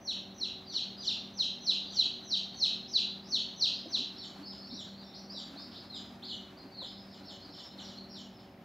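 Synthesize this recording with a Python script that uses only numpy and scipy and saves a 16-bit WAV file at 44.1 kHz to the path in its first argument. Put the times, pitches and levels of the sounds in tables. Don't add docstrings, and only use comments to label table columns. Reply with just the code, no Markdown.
import sys
import numpy as np
from scipy import signal
from scipy.fft import rfft, irfft
from scipy.io import wavfile
from scipy.ndimage import uniform_filter1d

SR = 44100
rng = np.random.default_rng(int(sys.argv[2]) if len(sys.argv) > 2 else 0)


def master(y):
    cut = np.clip(np.atleast_2d(y).T, -1, 1)
    pcm = np.round(cut * 32767)
    wavfile.write(sys.argv[1], SR, pcm.astype(np.int16))


N = 381024
TIME = np.arange(N) / SR

# (frequency [Hz], level [dB])
MOTOR_LINES = [(98.2, -69), (119.8, -70.5), (160.2, -77), (165.5, -71), (189.1, -66.5), (196.5, -56.5),
               (236.2, -60.5), (276.6, -73.5), (284.0, -74), (378.2, -65.0), (392.3, -77), (567.3, -70.5),
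               (662.1, -75.5), (785.3, -72.5)]
# (frequency [Hz], density [dB per Hz])
AIR_SPECTRUM = [(38, -102), (62, -85), (125, -86.5), (185, -80), (280, -85), (440, -90), (720, -86),
                (1100, -97), (2200, -100), (5000, -110), (8200, -127), (11500, -119), (15500, -117)]
# (frequency [Hz], coherence [0-1])
COHERENCE = [(100, .99), (300, 0.99), (700, 0.92), (1300, 0.81), (2500, 0.62), (5000, 0.64), (12000, 1)]
# (frequency [Hz], relative level [dB])
RUSTLE_SPECTRUM = [(100, -32), (290, 17.5), (420, -6.5), (700, 0), (1200, 2), (2200, -6), (5000, -10.5),
                   (9000, -27.5)]
# (time [s], level [dB])
HAND_FIDGET = [(0, -61.5), (3.4, -61.5), (3.9, -59), (5.1, -61.5), (6.0, -59), (8.0, -62.5), (8.64, -66)]
# (middle [s], length [s], level [dB])
HAND_STROKES = [(3.624, 0.038, -53.5), (4.38, 0.071, -53), (5.57, 0.33, -57), (6.654, 0.082, -56.5),
                (6.826, 0.13, -60.5), (7.868, 0.44, -57.5)]
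# (time [s], peak [dB], centre [Hz])
LAMP_BUMPS = [(3.857, -41.5, 604), (3.859, -42.5, 316), (3.984, -42, 282), (4.533, -50, 920),
              (4.722, -40.5, 277), (5.343, -48, 537), (5.56, -44, 714), (5.773, -49, 322),
              (6.642, -45, 287), (6.817, -44, 1010), (6.82, -45.5, 545)]
# (frequency [Hz], time to fall 60 dB [s])
ROOM_DECAY = [(300, 0.058), (2500, 0.51), (4000, 0.54), (6600, 0.46), (12000, 0.15)]
# (start [s], end [s], level [dB])
TWITTER_BOUTS = [(4.11, 5.7, -62.5), (6.546, 8.05, -61.5)]
# (time [s], length [s], level [dB], top pitch [Hz])
HELD_NOTES = [(2.504, .08, -53.5, 4480), (2.868, .045, -52.5, 5450), (4.158, .05, -54.5, 5460),
              (4.449, 0.041, -48.5, 5240), (4.556, 0.0497, -56, 5190), (4.595, 0.061, -54, 4515),
              (4.652, 0.057, -54, 5430), (4.73, 0.038, -51.5, 5700), (5.027, 0.046, -60.5, 5460),
              (5.346, 0.048, -48.5, 4710), (5.935, 0.037, -49.5, 5020), (6.56, .05, -59, 4840),
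              (6.7, 0.067, -62, 4680), (6.853, 0.045, -56, 5160), (6.958, 0.065, -59, 5180),
              (7.406, 0.044, -58.5, 4950), (7.612, 0.0435, -53.5, 5440)]
# (time [s], length [s], level [dB], starting pitch [Hz], top pitch [Hz])
RISING_WHISTLES = [(3.218, .06, -58.5, 4430, 5600), (3.699, 0.09, -52, 4230, 5180),
                   (4.408, 0.065, -52, 4100, 4650), (4.698, .03, -48, 3410, 4750),
                   (4.934, 0.079, -59, 3910, 4880), (5.122, 0.055, -52.5, 2900, 5930),
                   (5.283, 0.068, -49.5, 4280, 5590), (5.554, 0.063, -49.5, 3670, 5310),
                   (5.714, 0.021, -52, 2450, 5500), (5.74, 0.058, -51, 2800, 5230),
                   (6.22, 0.04, -46.5, 2875, 4990), (7.946, 0.072, -56, 3840, 4460)]
# (time of the plunge [s], hold [s], fall [s], level [dB], top pitch [Hz])
PLUNGING_PEEPS = [(1.012, 0.044, 0.058, -47, 4880), (1.891, 0.048, 0.089, -53, 4650),
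                  (4.509, 0.045, 0.029, -54, 5130), (6.257, .012, 0.047, -54.5, 4850),
                  (7.115, 0.019, 0.045, -58.5, 5250), (7.267, 0.022, 0.067, -52, 5370),
                  (7.521, .025, 0.038, -56.5, 5250), (7.56, .01, 0.057, -52.5, 5400),
                  (7.783, 0.0045, .026, -47.5, 4450), (7.838, .04, 0.086, -55.5, 5580),
                  (8.123, .04, 0.09, -52, 5510), (8.374, 0.049, 0.052, -65, 5230)]
# (time [s], sag [s], linger [s], level [dB], top pitch [Hz], overtone boost [dB])
SAGGING_PEEPS = [(.645, 0.1, 0.029, -50.5, 4890, 0), (4.174, 0.076, 0.0091, -47.5, 4630, 4.5),
                 (4.75, 0.067, 0.0033, -47.5, 4130, 4), (5.325, 0.081, 0.0028, -48.5, 4080, 3.5),
                 (5.891, .085, 0.0053, -47, 4210, 3.5), (6.262, 0.062, 0.028, -41, 4430, -1.5),
                 (6.77, 0.076, 0.004, -41.5, 4340, -1.5)]
# (its frequency [Hz], level against the first [dB])
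PEEP_HARMONIC = [(5600, -19.5), (6500, -16), (7400, -13), (7900, -33), (8500, -39.5), (12000, -42)]
# (its frequency [Hz], level against the first [dB])
CHIRP_HARMONIC = [(5200, -43.5), (6400, -14), (7200, -24.5), (8000, -39), (8700, -29.5), (10000, -41),
                  (11300, -20), (13000, -29)]
# (time of the plunge [s], lead-in [s], slide [s], level [dB], top of the slide [Hz])
LOUD_CHIRPS = [(.07, 0.063, 0.038, -29.5, 4390), (.404, .064, 0.038, -30, 4420),
               (.738, 0.056, 0.038, -27.5, 4580), (1.062, 0.063, .029, -25.5, 4680),
               (1.385, 0.049, 0.034, -24.5, 4346), (1.665, 0.06, 0.041, -24, 4510),
               (1.963, 0.061, 0.05, -24.5, 4564), (2.305, 0.071, 0.039, -25.5, 4530),
               (2.605, 0.059, .041, -24, 4610), (2.933, 0.051, 0.04, -23, 4640),
               (3.317, 0.047, .043, -25, 4640), (3.608, .048, 0.04, -22.5, 4565),
               (3.926, 0.044, 0.032, -25.5, 4520)]


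def gain_of(db):
    return 10 ** (np.asarray(db) / 20)


def unit_rms(x):
    return x / np.sqrt(np.mean(x ** 2) + 1e-20)


def value_at(table, hz):
    table_hz, values = np.transpose(table)
    return np.interp(np.log(hz + 1), np.log(table_hz + 1), values)


def add(mix, start_s, sound):
    part = mix[max(round(start_s * SR), 0):][:len(sound)]
    part += sound[:len(part)]


def progress(length_s):
    return np.linspace(0, 1, round(length_s * SR))


def drift(rate_hz):
    hz = np.fft.rfftfreq(N, 1 / SR)
    return unit_rms(irfft(rfft(rng.standard_normal(N)) * np.exp(-(hz / rate_hz) ** 2), N))


def noise(spectrum):
    hz = np.fft.rfftfreq(N, 1 / SR)
    alike = value_at(COHERENCE, hz)
    mid, side = rfft(rng.standard_normal((2, N))) * np.sqrt([(1 + alike) / 2, (1 - alike) / 2])
    coloured = np.array([mid + side, mid - side]) * gain_of(value_at(spectrum, hz))
    return irfft(coloured, N) * np.sqrt(SR / 2)


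def fan(waver=0.36, wander_rad=0.39):
    hum = np.zeros(N)
    for hz, db in MOTOR_LINES:
        level = np.sqrt(2) * gain_of(db) * (1 + waver * drift(3.6))
        hum += level * np.sin(2 * np.pi * (hz * TIME + rng.random()) + wander_rad * drift(1.34))
    return hum + noise(AIR_SPECTRUM)


def hand_rustle(flicker_db=2.5):
    power = gain_of(np.interp(TIME, *np.transpose(HAND_FIDGET))) ** 2
    for middle_s, length_s, db in HAND_STROKES:
        power += gain_of(db) ** 2 * np.exp(-(2 * (TIME - middle_s) / length_s) ** 2)
    return unit_rms(noise(RUSTLE_SPECTRUM)) * np.sqrt(power) * gain_of(flicker_db * drift(23))


def lamp_bumps(decay_cycles=5, band_ratio=1.12):
    out, t = np.zeros(N), np.arange(SR // 6) / SR
    for start_s, db, hz in LAMP_BUMPS:
        band = signal.butter(2, [hz / band_ratio, hz * band_ratio], "band", fs=SR, output="sos")
        knock = signal.sosfilt(band, rng.standard_normal(len(t)) * np.exp(-t * hz / decay_cycles))
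        add(out, start_s, gain_of(db) * knock / abs(knock).max())
    return out


def wall_tails(echoes_per_s=3000, build_s=.016):
    t = np.arange(SR) / SR
    echoes = rng.choice([-1., 1.], (2, SR)) * (rng.random((2, SR)) < echoes_per_s / SR)
    build_up = 1 - np.exp(-(t / build_s) ** 2)
    hz, frame_s, spectra = signal.stft(echoes * build_up, SR, nperseg=256)
    decay = gain_of(-60 * frame_s / value_at(ROOM_DECAY, hz)[:, None])
    tails = signal.istft(spectra * decay, SR, nperseg=256)[1][:, :SR]
    return tails / np.linalg.norm(tails, axis=1, keepdims=True)


def tiled_room(x, direct_db, tail_db, early_db, beam_db=-40, reflections=9):
    beam_hz, beam_width_hz, shadow_hz = 4020, 520, 5800
    tail, side_tail = wall_tails()
    delays_s = np.geomspace(.002, .03, reflections) * rng.uniform(.8, 1.2, reflections)
    strengths = rng.choice([-1., 1.], reflections) * np.exp(-delays_s / 0.11)
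    early = np.zeros(SR)
    early[np.round(delays_s * SR).astype(int)] = strengths
    early *= gain_of(early_db) / np.linalg.norm(early)
    early[0] += gain_of(direct_db)
    beam = signal.lfilter(*signal.iirpeak(beam_hz, beam_hz / beam_width_hz, fs=SR), early)
    shadow = signal.butter(6, shadow_hz, fs=SR, output="sos")
    mid = signal.sosfilt(shadow, early + gain_of(beam_db) * beam) + gain_of(tail_db) * tail
    side = gain_of(-40) * side_tail
    return signal.fftconvolve(x[None], np.array([mid + side, mid - side]), axes=1)[:, :N]


def shifting_bird(x, spots=4, **room_levels):
    times = [row[0] for row in LOUD_CHIRPS]
    moves = np.interp(TIME, times + [TIME[-1]], [*range(len(times)), 2 * len(times)])
    spot = np.round(moves) % spots
    shares = [uniform_filter1d(1. * (spot == k), size=900) for k in range(spots)]
    return sum(tiled_room(x * share, **room_levels) for share in shares)


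def syrinx(hz, level, harmonic, third_db=-37.5):
    phase = 2 * np.pi * np.cumsum(hz) / SR
    second = gain_of(value_at(harmonic, 2 * hz)) * np.sin(2 * phase)
    third = gain_of(third_db) * (3 * hz < SR / 2) * np.sin(3 * phase)
    return level * (np.sin(phase) + second + third)


def twitter(calls_per_s=11, typical_s=0.0495, spread_db=3, low_hz=3336, high_hz=5070):
    calls = []
    for start_s, end_s, bout_db in TWITTER_BOUTS:
        slots = np.arange(start_s, end_s, 1 / calls_per_s)
        for slot_s, (late, long, loud, *ends) in zip(slots, rng.random((64, 5))):
            db = bout_db + spread_db * (2 * loud - 1)
            ends_hz = low_hz + np.array(ends) * (high_hz - low_hz)
            calls.append(glide(slot_s + late / calls_per_s, typical_s * (.5 + long), db, *ends_hz))
    return calls


def held_note(start_s, length_s, db, top_hz, droop=0.147):
    return start_s, db, top_hz * (1 - droop * (2 * progress(length_s) - 1) ** 2), 0


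def glide(start_s, length_s, db, from_hz, to_hz, overtone_db=-7):
    return start_s, db, to_hz - (to_hz - from_hz) * (1 - progress(length_s)) ** 1.6, overtone_db


def plunge(break_s, hold_s, fall_s, db, top_hz, end_hz=2880, overtone_db=5):
    t = progress(hold_s + fall_s) * (hold_s + fall_s)
    fallen = np.clip((t - hold_s) / fall_s, 0, 1)
    return break_s - hold_s, db, end_hz + (top_hz - end_hz) * (1 - fallen) ** 1.9, overtone_db


def sag(start_s, sag_s, linger_s, db, top_hz, overtone_db, end_hz=2960):
    t = progress(sag_s + linger_s) * (sag_s + linger_s)
    sagged = np.minimum(t / sag_s, 1)
    return start_s, db, top_hz - (top_hz - end_hz) * sagged ** 1.9, overtone_db


def soft_calls(attack_share=0.25, release_share=0.46):
    near, far, wobble = np.zeros(N), np.zeros(N), drift(200)
    kinds = [(sag, SAGGING_PEEPS), (plunge, PLUNGING_PEEPS),
             (glide, RISING_WHISTLES), (held_note, HELD_NOTES)]
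    calls = [shape(*row) for shape, rows in kinds for row in rows]
    for start_s, db, hz, overtone_db in calls + twitter():
        along = np.linspace(0, 1, len(hz))
        quaver = np.interp(hz, [4100, 4900], [0.0073, 0.0185])
        hz = hz * (1 + quaver * wobble[round(start_s * SR):][:len(hz)])
        swell = np.minimum(along / attack_share, 1) * np.sqrt(np.minimum((1 - along) / release_share, 1))
        peep = syrinx(hz, gain_of(db) * swell, np.add(PEEP_HARMONIC, [0, overtone_db]))
        nearness = np.interp(db, [-48, -42], [0, 1])
        add(near, start_s, np.sqrt(nearness) * peep)
        add(far, start_s, np.sqrt(1 - nearness) * peep)
    return near, far


def loud_chirps(quaver=.013, rasp=0.013, plunge_s=0.00602, drop_s=.028):
    lead_hz, arch_hz, break_hz, knee_hz, end_hz = 5880, 460.7, 5324, 3738, 2420
    start_db, break_db, slide_db, knee_db, end_db = -30, -11.5, -7, -3, -28
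    out, wobble, flutter_db = np.zeros(N), drift(400), 1.7 * drift(150)
    for break_s, lead_s, slide_s, db, slide_hz in LOUD_CHIRPS:
        t = np.arange(-lead_s, slide_s + drop_s, 1 / SR)
        samples = round(break_s * SR) + np.arange(len(t))
        lead, drop = np.clip(-t / lead_s, 0, 1), np.clip((t - slide_s) / drop_s, 0, 1)
        hz = np.interp(t, [-lead_s, 0, plunge_s, slide_s], [lead_hz, break_hz, slide_hz, knee_hz])
        hz += arch_hz * np.sin(np.pi * lead)
        hz -= (knee_hz - end_hz) * (1 - (1 - drop) ** 1.42)
        unsteady = quaver + rasp * lead
        hz = uniform_filter1d(hz, size=110) * (1 + unsteady * wobble[samples])
        effort_db = np.interp(t, [-lead_s, 0, plunge_s, .72 * slide_s, slide_s],
                              [start_db, break_db, slide_db, 0, knee_db])
        effort_db += (end_db - knee_db) * drop ** 1.7
        level = gain_of(db + effort_db + flutter_db[samples]) * signal.windows.tukey(len(t), .05)
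        add(out, break_s - lead_s, syrinx(hz, level, CHIRP_HARMONIC))
    return out


def scene():
    near, far = soft_calls()
    cries = shifting_bird(loud_chirps(), direct_db=-4.5, tail_db=-4, early_db=-10.5, beam_db=1.5)
    near_peeps = shifting_bird(near, direct_db=-1, tail_db=-1.5, early_db=-8)
    far_peeps = shifting_bird(far, direct_db=-2, tail_db=2.5, early_db=2)
    return cries + near_peeps + far_peeps + lamp_bumps() + fan() + hand_rustle()


def record(dry):
    edge_hz = 15750
    lowpass = signal.firwin(511, edge_hz, window=("kaiser", 9), fs=SR)
    return signal.oaconvolve(dry, lowpass[None], "same")


dry = scene()
out = record(dry)
master(out)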